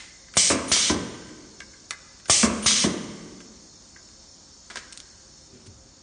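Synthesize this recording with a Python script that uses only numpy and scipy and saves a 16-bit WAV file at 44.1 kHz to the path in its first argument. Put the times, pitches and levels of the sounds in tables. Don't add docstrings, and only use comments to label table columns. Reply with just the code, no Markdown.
import sys
import numpy as np
from scipy import signal
from scipy.io import wavfile
from scipy.ndimage import uniform_filter1d

SR = 44100
rng = np.random.default_rng(int(sys.argv[2]) if len(sys.argv) > 2 else 0)


def ratio_of_db(decibels):
    return 10 ** (np.asarray(decibels, float) / 20)


def to_wav(sig):
    pcm = np.clip(np.atleast_2d(sig), -1, 1) * 32767
    pcm = np.round(pcm).astype(np.int16)
    wavfile.write(sys.argv[1], SR, pcm.T)


N = 265834

# (frequency [Hz], width [Hz], level [dB])
BASE_PLATE = [(800, 500, -12), (1163, 80, -8), (1560, 90, 0), (1800, 250, -2), (2035, 70, -3),
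              (2190, 120, -4)]
# (valve opens [s], travel time to the stop [s], direction [0 down, 1 up])
PISTON_STROKES = [
    (.369, .1327, 0),
    (.7148, .1831, 1),
    (2.297, .133, 0),
    (2.659, .181, 1),
]


def evened(x):
    return x / np.sqrt(np.mean(x ** 2) + 1e-20)


def read(points, hz):
    f, value = np.transpose(points)
    return np.interp(np.log(hz + 1), np.log(f + 1), value)


def add(mix, s, sound):
    part = mix[round(s * SR):][:len(sound)]
    part += sound[:len(part)]


def resonate(x, hz, width):
    return signal.lfilter(*signal.iirpeak(hz, hz / max(width, 1), SR), x)


def dying(db, t60, seconds):
    return ratio_of_db(db - 60 * np.arange(round(seconds * SR)) / SR / t60)


def turbulence(spectrum, peaks, patchy_db, size=512):
    hz = np.fft.rfftfreq(size, 1 / SR)
    a, b, patches = rng.standard_normal((4 * N // size + 5, len(hz), 3)).T
    patches = uniform_filter1d(patches, size=5, axis=0)
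    patches = evened(uniform_filter1d(patches, size=12, axis=1))
    humps = np.ones(len(hz))
    for f, width, db in peaks:
        humps += ratio_of_db(db) / (1 + (2 * (hz - f) / width) ** 2)
    colour_db = read(spectrum, hz)[:, None] + patchy_db * patches
    z = (a + 1j * b) * ratio_of_db(colour_db) * humps[:, None]
    return evened(signal.istft(z, nperseg=size, noverlap=3 * size // 4)[1][:N])


def contact(chatter_db, t60, seconds):
    force = rng.standard_normal(round(seconds * SR)) * dying(chatter_db, t60, seconds)
    force[0] = 1
    return force


def body(force, resonances, uneven_db):
    weights_db = uneven_db * rng.standard_normal(len(resonances))
    ring = np.zeros(len(force))
    for k, (hz, width, db) in enumerate(resonances):
        gain = (-1) ** k * ratio_of_db(db + weights_db[k]) * np.sqrt(SR / width)
        ring += gain * resonate(force, hz, width)
    return ring


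def factory():
    # (frequency [Hz], level [dB per Hz])
    floor_colour = [(24, -56), (40, -5.5), (65, 36), (91, -16.5), (184, -6), (225, -7.5), (364, -11.5),
                    (467, -20), (535, -19.5), (573, -17), (2630, -18.5), (5450, -5.5), (9200, -16),
                    (12000, -67), (20200, -120)]
    # (frequency [Hz], width [Hz], level [dB])
    leak_tubes = [(3660, 30, 3.5), (4284, 18, 22.5), (4674, 39, 12.5), (5370, 78, 9.5), (5860, 270, -1.5),
                  (6350, 250, 6.5), (6860, 140, 10.5), (7190, 84, 4.5), (8500, 550, -13.5)]
    floor = turbulence(floor_colour, leak_tubes, patchy_db=1.0, size=1024)
    low = signal.sosfiltfilt(signal.butter(2, 1500, fs=SR, output="sos"), floor)
    shade_db = np.where(np.arange(N) / SR > 5.48, -3, 0)
    rumble = low * ratio_of_db(6.5)
    leak = (floor - low) * ratio_of_db(-2.5 + shade_db)
    motor = evened(resonate(rng.standard_normal(N), 530, 6))
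    return ratio_of_db(-48.5) * (rumble + leak) + ratio_of_db(-69) * motor


def earlier_tap():
    ring_db, ring_t60, tick_over_ring_db, tick_t60 = -51, 1.25, 8.5, 0.55
    ring = evened(body(rng.standard_normal(SR // 2), BASE_PLATE[2:], uneven_db=5))
    tick = evened(resonate(rng.standard_normal(SR // 2), 2700, 4400))
    fading = ring * dying(ring_db, ring_t60, .5)
    fading += tick * dying(ring_db + tick_over_ring_db, tick_t60, .5)
    return np.pad(fading, (0, N - len(fading)))


def glass_tick(force, hz):
    return ratio_of_db(9.5) * resonate(resonate(force, hz, 2.4 * hz), hz, 2.4 * hz)


def landing(db, t60, tick_hz, ring_db, surface):
    force = contact(-16, t60, .15)
    ring = body(force, surface, uneven_db=1.5)
    return ratio_of_db(db) * (glass_tick(force, tick_hz) + ratio_of_db(ring_db - 3) * ring)


def vials_on_plate():
    # (time [s], peak level [dB], plate ring over tick [dB], chatter t60 [s])
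    plate_clicks = [(.2834, -42, 5, .03), (.3384, -26.5, -1, .04), (1.288, -42, 7, .053),
                    (1.604, -22, 1.5, .022), (1.617, -38, 7, .05), (1.734, -47, 9.5, .07),
                    (1.9079, -8, -4, .02), (1.919, -34, 10, .11), (2.199, -34, -9, .03),
                    (2.2569, -27, -4, .038), (3.4037, -33, -5, .056), (3.96, -45, 11, .1),
                    (4.088, -39, -12, .025)]
    out = np.zeros(N)
    for s, db, ring_db, t60 in plate_clicks:
        add(out, s, landing(db, t60, 3130, ring_db, BASE_PLATE))
    return out


def exhaust_air():
    # (frequency [Hz], level [dB per Hz])
    down_colour = [(180, -71), (300, -21), (389, -12), (656, -13), (804, -58), (1730, -6), (2160, -5.5),
                   (3430, 2), (5450, 7), (8430, 7.5), (9600, 2.5), (12500, -56), (21100, -120)]
    up_colour = [(290, -32), (500, -20), (810, -24), (1260, -14), (1900, -13), (2460, -12), (3190, -3.5),
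                 (4190, -3.5), (6230, -2), (7800, -7), (9600, -7), (12500, -45.5), (21100, -120)]
    seep_colour = [(1500, -26), (3000, -11.5), (5000, -19), (6900, -8.5), (7700, -26), (9200, -1.5),
                   (10500, -16)]
    # (frequency [Hz], width [Hz], level [dB])
    muffler_holes = [(2190, 250, 0), (3054, 380, -13), (5860, 510, -14.5), (6430, 96, -10.5)]
    open_db, end_db = (-19.5, -20.5), (-22.5, -23.5)
    rise_s, run_on_s = (.0015, .005), (.018, .004)
    empty_db_per_s = (497, 383)
    seep_s, seep_db = (.02, .038), (-38, -32.5)
    t, out = np.arange(N) / SR, np.zeros(N)
    passages = [(hz, width, db + 6.5) for hz, width, db in muffler_holes]
    jets = [turbulence(colour, passages, patchy_db=.8) for colour in (down_colour, up_colour)]
    thin = turbulence(seep_colour, [], patchy_db=.8)
    for opens, travel, up in PISTON_STROKES:
        way = round(up)
        since = np.maximum(t - opens, 0)
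        shuts = opens + travel + run_on_s[way]
        flow_db = np.interp(t, [opens, shuts], [open_db[way], end_db[way]])
        flow_db += 5.5 * np.exp(-since / 0.039)
        flow_db -= empty_db_per_s[way] * np.maximum(t - shuts, 0)
        out += jets[way] * ratio_of_db(flow_db) * np.minimum(since / rise_s[way], 1)
        seeping = np.clip((t - opens + seep_s[way]) / .007, 0, 1) * (since < .003)
        out += thin * ratio_of_db(seep_db[way]) * seeping
    return out


def valve_pops():
    # (frequency [Hz], width [Hz], level [dB])
    valve_block = [(70, 160, 1), (164, 56, 5.5), (610, 260, 1), (1176, 95, 0.5), (1460, 360, -2),
                   (2330, 410, -8.5)]
    # (time after the valve opens [s], level [dB], t60 [s], thinning high-pass [Hz])
    down_pops = [
        (-.011, -37, .03, 40),
        (0.0, -15, .033, 40),
    ]
    up_pops = [
        (.001, -20, .035, 60),
        (.0495, -21, .03, 900),
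    ]
    out = np.zeros(N)
    for opens, _, up in PISTON_STROKES:
        for after, db, t60, thin_hz in (down_pops, up_pops)[round(up)]:
            pop = body(contact(-24.0, t60, .15), valve_block, uneven_db=2.5)
            pop = signal.lfilter(*signal.butter(1, thin_hz, "high", fs=SR), pop)
            add(out, opens + after, ratio_of_db(db + 9.5) * pop)
    return out


def piston_stops():
    # (frequency [Hz], width [Hz], level [dB])
    lower_frame = [(65, 40, -14), (100, 50, -9), (160, 60, -10), (215, 35, -5), (315, 60, -11),
                   (480, 200, -6), (700, 300, -9), (900, 250, -12), (1114, 80, -7), (1350, 300, -10),
                   (1610, 250, -8), (2100, 400, -8), (2700, 600, -9)]
    upper_frame = [(62, 30, -16), (112, 25, -10), (170, 40, -4), (225, 45, -4), (305, 50, -7),
                   (375, 50, -9), (450, 90, -10), (600, 180, -11), (850, 300, -12), (1150, 250, -12),
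                   (1553, 25, -15), (1700, 500, -13), (2040, 200, -14)]
    out = np.zeros(N)
    for opens, travel, up in PISTON_STROKES:
        way = round(up)
        swaying = resonate(rng.standard_normal(SR // 2), 440, 1080) * dying(-23.5, 0.43, .5)
        shudder = contact(-24, .09, .5) + swaying
        thump = body(shudder, (lower_frame, upper_frame)[way], uneven_db=1.0)
        add(out, opens + travel, ratio_of_db((-8, -9.5)[way] + 9.5) * thump)
    return out


def vials_on_tray():
    # (frequency [Hz], width [Hz], level [dB])
    loose_tray = [(420, 400, 1), (950, 400, -1), (1700, 600, 3), (2600, 600, -6), (3900, 300, -9)]
    # (time [s], peak level [dB], chatter t60 [s])
    tray_clicks = [
        (4.7011, -29, 0.015),
        (4.7031, -28.5, 0.15),
        (4.752, -35, 0.011),
        (4.7576, -18, 0.043),
        (4.771, -19.5, 0.067),
        (4.7867, -36.5, 0.41),
        (4.845, -42, .03),
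    ]
    out = np.zeros(N)
    for s, db, t60 in tray_clicks:
        add(out, s, landing(db, t60, 2480, -3.5, loose_tray))
    return out


def vials_touching():
    # (time [s], peak level [dB])
    glass_clinks = [(4.9253, -22), (4.9292, -23), (4.9316, -27), (4.968, -37), (4.975, -18), (4.981, -30),
                    (5.0024, -20)]
    out = np.zeros(N)
    for s, db in glass_clinks:
        tick = glass_tick(contact(-16, .007, .15), 4800)
        add(out, s, ratio_of_db(db) * signal.lfilter(*signal.butter(2, 2600, "high", fs=SR), tick))
    return out


def fingers_on_case():
    # (time [s], thud level [dB], rub level [dB])
    finger_shifts = [(5.47, -60, -64), (5.55, -54, -50), (5.615, -62, -51), (5.68, -56, -52),
                     (5.76, -55, -62), (5.86, -58, -64)]
    s, thud_db, rub_db = np.transpose(finger_shifts)[:, :, None]
    t = np.arange(N) / SR
    grip_db = -np.maximum(180 * (s - t), 150 * (t - s))
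    slips = rng.standard_normal((N, 2)) * (rng.random((N, 2)) < 3000 / SR)
    thud = evened(resonate(resonate(slips[:, 0], 104, 60), 110, 60))
    rub = evened(sum(resonate(resonate(slips[:, 1], hz, 70), hz, 70) for hz in (250, 300, 380)))
    rub = rub + ratio_of_db(-9) * evened(resonate(slips[:, 1], 900, 5000))
    return thud * ratio_of_db((thud_db + grip_db).max(axis=0)) + rub * ratio_of_db((rub_db + grip_db).max(axis=0))


def phone_bump():
    out = np.zeros(N)
    scuff = evened(resonate(rng.standard_normal(round(.03 * SR)), 5500, 5500))
    add(out, 5.655, ratio_of_db(-48) * np.hanning(len(scuff)) * scuff)
    first_hz, last_hz = 115, 55
    hz = last_hz + (first_hz - last_hz) * np.exp(-np.arange(SR // 2) / SR / .05)
    add(out, 5.677, dying(-41, .45, .5) * np.sin(2 * np.pi * np.cumsum(hz) / SR))
    return out


def hall(x, tail_db, dull_hz):
    # (frequency [Hz], t60 [s])
    hall_decay = [(100, 1.66), (260, 1.84), (420, 1.87), (700, 1.52), (1800, 1.57), (4800, 0.99),
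                  (9000, 1.26)]
    # (delay [s], level [dB])
    near_echoes = [(.003, -13), (.0065, -14), (.012, -17), (.019, -19), (.027, -20)]
    taps = np.zeros(2 * SR)
    at = np.arange(700, 2 * SR - 20, 20)
    taps[at + rng.integers(0, 20, len(at))] = rng.choice([-1., 1.], len(at))
    hz, t, z = signal.stft(taps, SR, nperseg=512)
    z = z * ratio_of_db(-60 * t / read(hall_decay, hz)[:, None])
    open_tail = signal.istft(z, SR, nperseg=512)[1]
    tail = signal.istft(z / np.sqrt(1 + (hz[:, None] / dull_hz) ** 2), SR, nperseg=512)[1]
    tail = ratio_of_db(tail_db) * tail / np.linalg.norm(open_tail)
    for k, (s, db) in enumerate(near_echoes):
        add(tail, s, np.array([(-1) ** k * ratio_of_db(db)]))
    return x + signal.fftconvolve(x, tail)[:N]


def squelch(x):
    # (frequency [Hz], level [dB])
    drop_below = [(2000, -40), (2700, -19), (3900, -11), (5000, -9), (6000, -12), (7500, -12), (7900, -7),
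                  (8400, -12), (9000, -11), (9400, -8), (9800, -3)]
    hz, t, z = signal.stft(x, SR, nperseg=2048, window="cosine")
    power = abs(z) ** 2
    bands = np.add.reduceat(power, np.arange(0, len(hz), 8), axis=1) / 8
    bands = np.repeat(bands, 8, axis=1)[:, :len(hz)]
    treble = power[:, (hz > 3000) & (hz < 9000)].mean(axis=1, keepdims=True)
    demand_db = 3 * rng.standard_normal((len(hz) // 8 + 1, len(t) // 3 + 1))
    demand_db = np.repeat(np.repeat(demand_db, 8, axis=0), 3, axis=1)[:len(hz), :len(t)]
    limit = treble * ratio_of_db(2 * (read(drop_below, hz)[:, None] + demand_db))
    kept = (bands > limit) & (power > ratio_of_db(-2.5) * limit)
    return signal.istft(z * kept, SR, nperseg=2048, window="cosine")[1][:, :N]


def scene():
    clicks = vials_on_plate() + vials_on_tray() + vials_touching()
    near = hall(clicks, tail_db=-10.5, dull_hz=3020)
    near += hall(exhaust_air(), tail_db=-10, dull_hz=5000)
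    near += hall(valve_pops() + piston_stops(), tail_db=-7.5, dull_hz=3020)
    return (factory() + earlier_tap() + near + fingers_on_case() + phone_bump())[None]


def low_pass(x):
    return signal.sosfilt(signal.butter(12, 10580, fs=SR, output="sos"), x)


def record(dry):
    cut = signal.sosfilt(signal.butter(4, 42, "high", fs=SR, output="sos"), dry)
    band_limit = signal.firwin(1023, 9740, window=("kaiser", 9), fs=SR)
    limited = signal.oaconvolve(cut, band_limit[None], "same")
    return low_pass(squelch(limited))


dry = scene()
out = record(dry)
to_wav(out)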